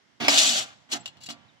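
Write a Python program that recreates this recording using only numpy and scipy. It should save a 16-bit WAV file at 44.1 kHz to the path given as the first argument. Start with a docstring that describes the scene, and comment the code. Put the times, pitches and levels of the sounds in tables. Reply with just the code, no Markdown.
"""Outdoors in a quiet yard, a microphone pair close to a rusty steel plate. A steel blade grazes the
plate, drops flat with a clack and is slid along; rust grains catch it and ring blade and plate.
A sleeve rustles as a hand nudges the blade, which squeaks and taps, then drags its tip as it is lifted.
The yard returns a faint echo throughout, and at the end a small bird calls far away."""
import sys
import numpy as np
from scipy import signal
from scipy.fft import rfft, irfft
from scipy.io import wavfile
from scipy.ndimage import uniform_filter1d

SR = 44100
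rng = np.random.default_rng(int(sys.argv[2]) if len(sys.argv) > 2 else 0)


def dump(signal):
    """Clip the signal to [-1, 1] and save it as 16-bit WAV at the path in sys.argv[1]."""
    limited = np.clip(np.atleast_2d(signal).T, -1, 1)
    pcm = np.round(limited * 32767).astype(np.int16)
    wavfile.write(sys.argv[1], SR, pcm)


N = 70560

# bright grit of steel on rust (frequency [Hz], relative level [dB])
GRIT_COLOUR = [(500, -60.5), (1500, -12.5), (2300, -7), (2900, 0.5), (4300, 1.5), (4800, -2.5), (6500, -1),
               (7700, -1), (8300, -17.5), (9800, -14), (12000, -23.5), (15500, -30.5)]


def undb(db):
    return 10 ** (np.asarray(db) / 20)


def unit(x):
    """Scale to an energy of one per channel, on average."""
    return x / np.sqrt(np.sum(x ** 2) / len(np.atleast_2d(x)))


def times():
    return np.arange(N) / SR


def curve(rows, column=1):
    """Gain along rows of (time [s], level [dB]), silent outside them."""
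    rows = np.array(rows)
    return undb(np.interp(times(), rows[:, 0], rows[:, column], left=-200, right=-200))


def over_hz(points):
    """Spread rows of (frequency [Hz], value) over the whole spectrum."""
    hz, value = np.array(points).T
    return np.interp(np.log(np.arange(N // 2 + 1) * SR / N + 1), np.log(hz), value)


def ring(x, response):
    """Let x excite an impulse response."""
    return signal.fftconvolve(np.atleast_2d(x), np.atleast_2d(response), axes=1)[:, :N]


def colour(points):
    """Minimum-phase response with the given spectral shape."""
    cepstrum = irfft(np.log(undb(over_hz(points))), N)
    cepstrum[1:N // 2] *= 2
    cepstrum[N // 2 + 1:] = 0
    return unit(irfft(np.exp(rfft(cepstrum)), N))


def noise(points):
    return ring(rng.standard_normal((2, N)), colour(points))


def mic_pair(x, left_lag_s=.0002):
    """Two unrelated signals become a partly alike left and right, the left slightly late."""
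    # likeness of the two microphones (frequency [Hz], coherence [0-1])
    likeness = [(100, 0.31), (500, 0.57), (1000, 0.48), (2200, 0.33), (4000, 0.53), (12000, 0.22)]
    coherence = over_hz(likeness)
    a, b = rfft(x)
    mid, side = a * np.sqrt((1 + coherence) / 2), b * np.sqrt((1 - coherence) / 2)
    late = np.exp(-2j * np.pi * np.arange(len(a)) * SR / N * left_lag_s)
    return irfft(np.array([late * (mid + side), mid - side]), N)


def lean(x):
    """The bass is stronger at the right microphone, the treble at the left."""
    # stereo balance (frequency [Hz], left minus right [dB])
    balance = [(60, -19), (140, -22), (260, -18), (500, -8), (1000, -5), (2000, -1.5), (4000, 1.21),
               (8000, 5), (12000, 7)]
    gain = undb(over_hz(balance) * np.array([[.5], [-.5]]))
    return irfft(rfft(x) * gain / np.sqrt(np.mean(gain ** 2, axis=0)), N)


def steel(tone, crack_s=.0012, crack_db=-5, t60_s=.06):
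    """A crack and the dense, short ring of steel lying on steel, evened out and then coloured."""
    t = times()
    envelope = undb(crack_db) * unit(np.exp(-t / crack_s)) + unit(undb(-60 * t / t60_s))
    spectrum = rfft(mic_pair(rng.standard_normal((2, N)) * envelope))
    spectrum /= np.sqrt(uniform_filter1d(np.abs(spectrum) ** 2, size=400, axis=1))
    return unit(ring(irfft(spectrum, N)[:, :N // 4], tone[:N * 3 // 4 + 1]))


def modes(table, scatter_rad):
    """Decaying partials; each reaches the two microphones with its own phase."""
    t = times()
    phases = scatter_rad * rng.standard_normal((len(table), 2, 1))
    return unit(sum(undb(db) * unit(np.cos(2 * np.pi * hz * t + phase) * undb(-60 * t / t60))
                    for (hz, db, t60), phase in zip(table, phases)))


def grains(contacts=1, per_s=6000, spread_db=3.5, judder_db=2, judder_hz=109.74):
    """Rust grains catch and let go in juddering bunches: one contact point's share of them."""
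    size = undb(spread_db * np.minimum(rng.exponential(size=N), 4)) * rng.choice([-1, 1], N)
    clicks = size * (rng.random(N) < per_s / contacts / SR)
    judder = np.interp(times() * judder_hz, np.arange(N), rng.standard_normal(N))
    return unit(clicks * undb(judder_db * judder)) * np.sqrt(N / contacts)


def scrape(force, points, contacts, body=0):
    """Each rubbing point has its own short ring; all drive the same body, if one is given."""
    tone = colour(points)
    return sum(ring(grains(contacts) * force, steel(tone) + body) for _ in range(contacts))


def whistle(at, half_s, hz, glide, db, waver=.02):
    """A short, slightly unsteady tone that swells and fades."""
    t = times() - at
    wobble = np.interp(times() * 1000, np.arange(N), rng.standard_normal(N))
    pitch = hz * (1 + waver * wobble) + glide * t
    swell = np.sqrt(2) * undb(db) * np.exp(-.5 * (t / half_s) ** 2)
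    return swell * np.sin(2 * np.pi * np.cumsum(pitch) / SR)


def air():
    """Faint, steady outdoor air all around the microphones."""
    # background of the yard (frequency [Hz], relative level [dB])
    air_colour = [(15, -57), (25, -32.5), (59, -17), (219, -6.5), (415, -18), (1120, -16.5), (1240, -19.5),
                  (2130, -16), (2370, -23), (3090, -19.5), (4380, -25), (5570, -24), (15000, -56.5)]
    return undb(-63.5) * lean(noise(air_colour))


def graze(plate):
    """One corner of the blade touches first and scrapes dully."""
    # force of the corner (time [s], level [dB])
    touch = [(.199, -60), (.203, -31), (.225, -32), (.26, -27), (.28, -37.5), (.287, -50)]
    # its dull scrape (frequency [Hz], relative level [dB])
    graze_colour = [(50, -48.5), (110, -32.5), (170, -12.5), (245, 1.5), (375, -2), (470, -8), (720, 5.5),
                    (1000, -8), (1800, 1), (2900, 4.5), (3600, 0), (5800, -6.5), (6800, -10.5),
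                    (15000, -51.5)]
    return scrape(curve(touch), graze_colour, contacts=2, body=undb(-2) * plate)


def yard(x, t60_s=.6, delay_s=.034, top_hz=6600):
    """Faint, dull echo coming back from the surroundings."""
    t = times()
    tail = rng.standard_normal((2, N)) * undb(-60 * t / t60_s) * (t > delay_s)
    tail = signal.sosfilt(signal.butter(2, top_hz, fs=SR, output="sos"), tail)
    return undb(-30.5) * ring(x, unit(tail))


def slides(blade, held, plate):
    """The blade is dragged over rust: bright grit rings it, the drag rasps and shakes the plate."""
    # one list per stroke (time [s], treble grit [dB], midrange rasp [dB], boom of the plate [dB])
    strokes = [
        [(.281, -27, -14.5, -51), (.287, -23.5, -27.5, -36.5), (.35, -22.5, -26.5, -52),
         (.369, -22.5, -31.5, -31.5), (.378, -17, -33.5, -38), (.44, -21.5, -31, -51.5),
         (.485, -22, -38.5, -40.5), (.52, -27, -38.5, -52), (.552, -28.5, -35, -56), (.575, -26, -38, -46),
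         (.605, -35.5, -36.5, -59.5), (.63, -36, -49, -70), (.648, -51.5, -48, -84), (.74, -68.5, -58, -87)],
        [(.888, -70.5, -56.5, -79), (.914, -40, -46, -63), (.919, -28.5, -47.5, -49), (.934, -26.5, -35, -39),
         (.95, -44, -37.5, -43), (.968, -40, -42.5, -61), (.984, -99, -67, -52)],
        [(1.286, -66, -49, -46), (1.292, -46.5, -47, -45), (1.303, -40.5, -43, -71), (1.32, -46, -58, -56),
         (1.342, -69, -53, -70)],
    ]
    # rasp of the drag (frequency [Hz], relative level [dB])
    rasp_colour = [(40, -42.5), (90, -37), (170, -4.5), (260, -2.5), (350, -11), (470, -10.5), (620, 2.5),
                   (820, 0), (1020, -5.5), (1400, 1), (2100, -3.5), (3200, -3.5), (8000, -56)]
    grit, rasp, boom = (sum(curve(stroke, column) for stroke in strokes) for column in (1, 2, 3))
    # the blade rings freely in the first stroke; in the later ones the fingers mute it
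    free, gripped = curve(strokes[0]), sum(curve(stroke) for stroke in strokes[1:])
    rubbing = scrape(grit, GRIT_COLOUR, contacts=3) + scrape(rasp, rasp_colour, contacts=2)
    ringing = free * ring(grains(), blade) + ring(grains() * gripped, held)
    return rubbing + undb(-4.5) * ringing + ring(grains() * boom, undb(1) * plate)


def knocks(held, plate, chatter_db=-4):
    """The blade strikes the plate, flat or on edge: a push, then a brief chatter as it settles."""
    # blows (time [s], level [dB], share of flat clack [0-1], relative thud [dB], chatter decay [s])
    blows = [(.2822, -15.5, .97, -10, .001), (.3758, -23, .1, -22, .0015), (.9175, -39, .1, -17, .003),
             (1.058, -35, .03, -25, .008), (1.077, -43, .03, -19, .008), (1.17, -61, .1, -4, .008),
             (1.2885, -42, .15, -3, .004), (1.302, -44, .1, -6, .004)]
    # the blade landing flat (frequency [Hz], relative level [dB])
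    clack_colour = [(40, -32), (130, -20), (260, -2), (450, -8), (680, -3), (1100, -7), (1950, -7),
                    (2180, 6), (2600, -3), (3600, -10), (4750, -7), (5150, 3), (5500, -12), (7500, -11),
                    (8400, -23), (15500, -29)]
    # its edge tapping (frequency [Hz], relative level [dB])
    tap_colour = [(80, -12), (250, -19), (750, -5), (1200, -5.5), (2300, -8), (3000, 14.5), (4400, -4),
                  (5300, -1.5), (7200, -4), (8400, -16.5), (15500, -40)]
    t, flat, edge, thud = times(), 0, 0, 0
    for at, db, flat_share, thud_db, chatter_s in blows:
        push = undb(chatter_db) * unit(grains() * (t > at) * np.exp(-np.abs(t - at) / chatter_s))
        push[int(at * SR)] += 1
        push = unit(push) * undb(db) * np.sqrt(.0096 * SR)  # the energy of 9.6 ms at that level
        thud += undb(thud_db) * push
        flat += np.sqrt(flat_share) * push
        edge += np.sqrt(1 - flat_share) * push
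    clacks = ring(flat, steel(colour(clack_colour)))
    taps = ring(edge, steel(colour(tap_colour)) + undb(-3) * held)
    return clacks + ring(thud, plate) + taps


def rustle():
    """Sleeve and hand brush softly, close to the microphones."""
    # movement of the arm (time [s], level [dB])
    movement = [(.6, -44), (.68, -61.5), (.8, -64), (.88, -70), (1.0, -54), (1.12, -61), (1.2, -61),
                (1.36, -57.5), (1.46, -61), (1.6, -70.5)]
    # cloth and skin (frequency [Hz], relative level [dB])
    rustle_colour = [(40, -29.5), (100, 15.5), (250, 9.5), (450, -1.5), (750, 8.5), (1200, 0.5), (3500, -2),
                     (7500, -39), (12000, -80)]
    return mic_pair(noise(rustle_colour)) * curve(movement)


def squeak():
    """The edge sticks and slips for a moment, a little to the left."""
    return whistle(at=1.01, half_s=.007, hz=7690, glide=0, db=-54) * undb([[2], [-2]])


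def lift(held):
    """The tip drags and sings on the plate as the tang is raised."""
    # drag of the tip (time [s], relative level [dB])
    drag = [(1.205, -53), (1.225, -50.5), (1.233, -42), (1.241, -34.5), (1.252, -55.5), (1.266, -34),
            (1.279, -90)]
    return scrape(undb(-6.5) * curve(drag), GRIT_COLOUR, contacts=1, body=undb(3.5) * held)


def bird():
    """A small bird far off whistles four falling chirps."""
    # chirps (time [s], half length [s], centre pitch [Hz], glide [Hz/s], level [dB])
    chirps = [(1.44, .006, 3050, -4000, -68), (1.493, .008, 3780, -22000, -63),
              (1.51, .005, 3050, -4000, -68), (1.579, .006, 3050, -8000, -69)]
    return sum(whistle(*chirp, waver=.01015) for chirp in chirps)


def scene():
    """Blade, plate and hand up close; behind them the echo, the far bird and the air."""
    # the blade ringing freely (frequency [Hz], relative level [dB], t60 [s])
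    blade_modes = [(2560, -10, .18), (2755, -7, .15), (2954, -1, .18), (3245, -4, .22), (3382, -6, .2),
                   (3543, 0, .3), (3613, -5, .25), (3805, -4, .22), (4354, -6, .2), (4540, 0, .3),
                   (5572, -4, .2), (6308, -7, .2), (6570, -7, .2), (7244, -4, .22), (7690, -7, .18)]
    # the blade held by its tang (frequency [Hz], relative level [dB], t60 [s])
    held_modes = [(2840, -3, .07), (2990, -4, .07), (3380, -3, .06), (3840, -2, .08), (4190, 2.5, .08),
                  (4620, 1, .08), (5900, -8, .05), (7160, -6, .06), (7750, -6, .05)]
    # the plate ringing (frequency [Hz], relative level [dB], t60 [s])
    plate_modes = [(118, -19, .6), (172, -15, .25), (238, 1, .24), (284, -1, .22), (358, -8, .22),
                   (700, -4, .2), (842, -11, .25), (1160, -15, .5), (1390, -13, .5)]
    blade = modes(blade_modes, scatter_rad=.7)
    held = modes(held_modes, scatter_rad=1)
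    plate = modes(plate_modes, scatter_rad=.071)
    near = slides(blade, held, plate) + graze(plate) + knocks(held, plate)
    near += lift(held) + squeak() + rustle()
    return bird() + undb(2) * lean(near + yard(near)) + air()


def record(dry, bass_hz=55, top_hz=15700):
    """The recorder thins the deepest bass and cuts the top."""
    dry = signal.sosfilt(signal.butter(2, bass_hz, "high", fs=SR, output="sos"), dry)
    return signal.sosfilt(signal.ellip(10, .2, 80, top_hz, fs=SR, output="sos"), dry)


dry = scene()
out = record(dry)
dump(out)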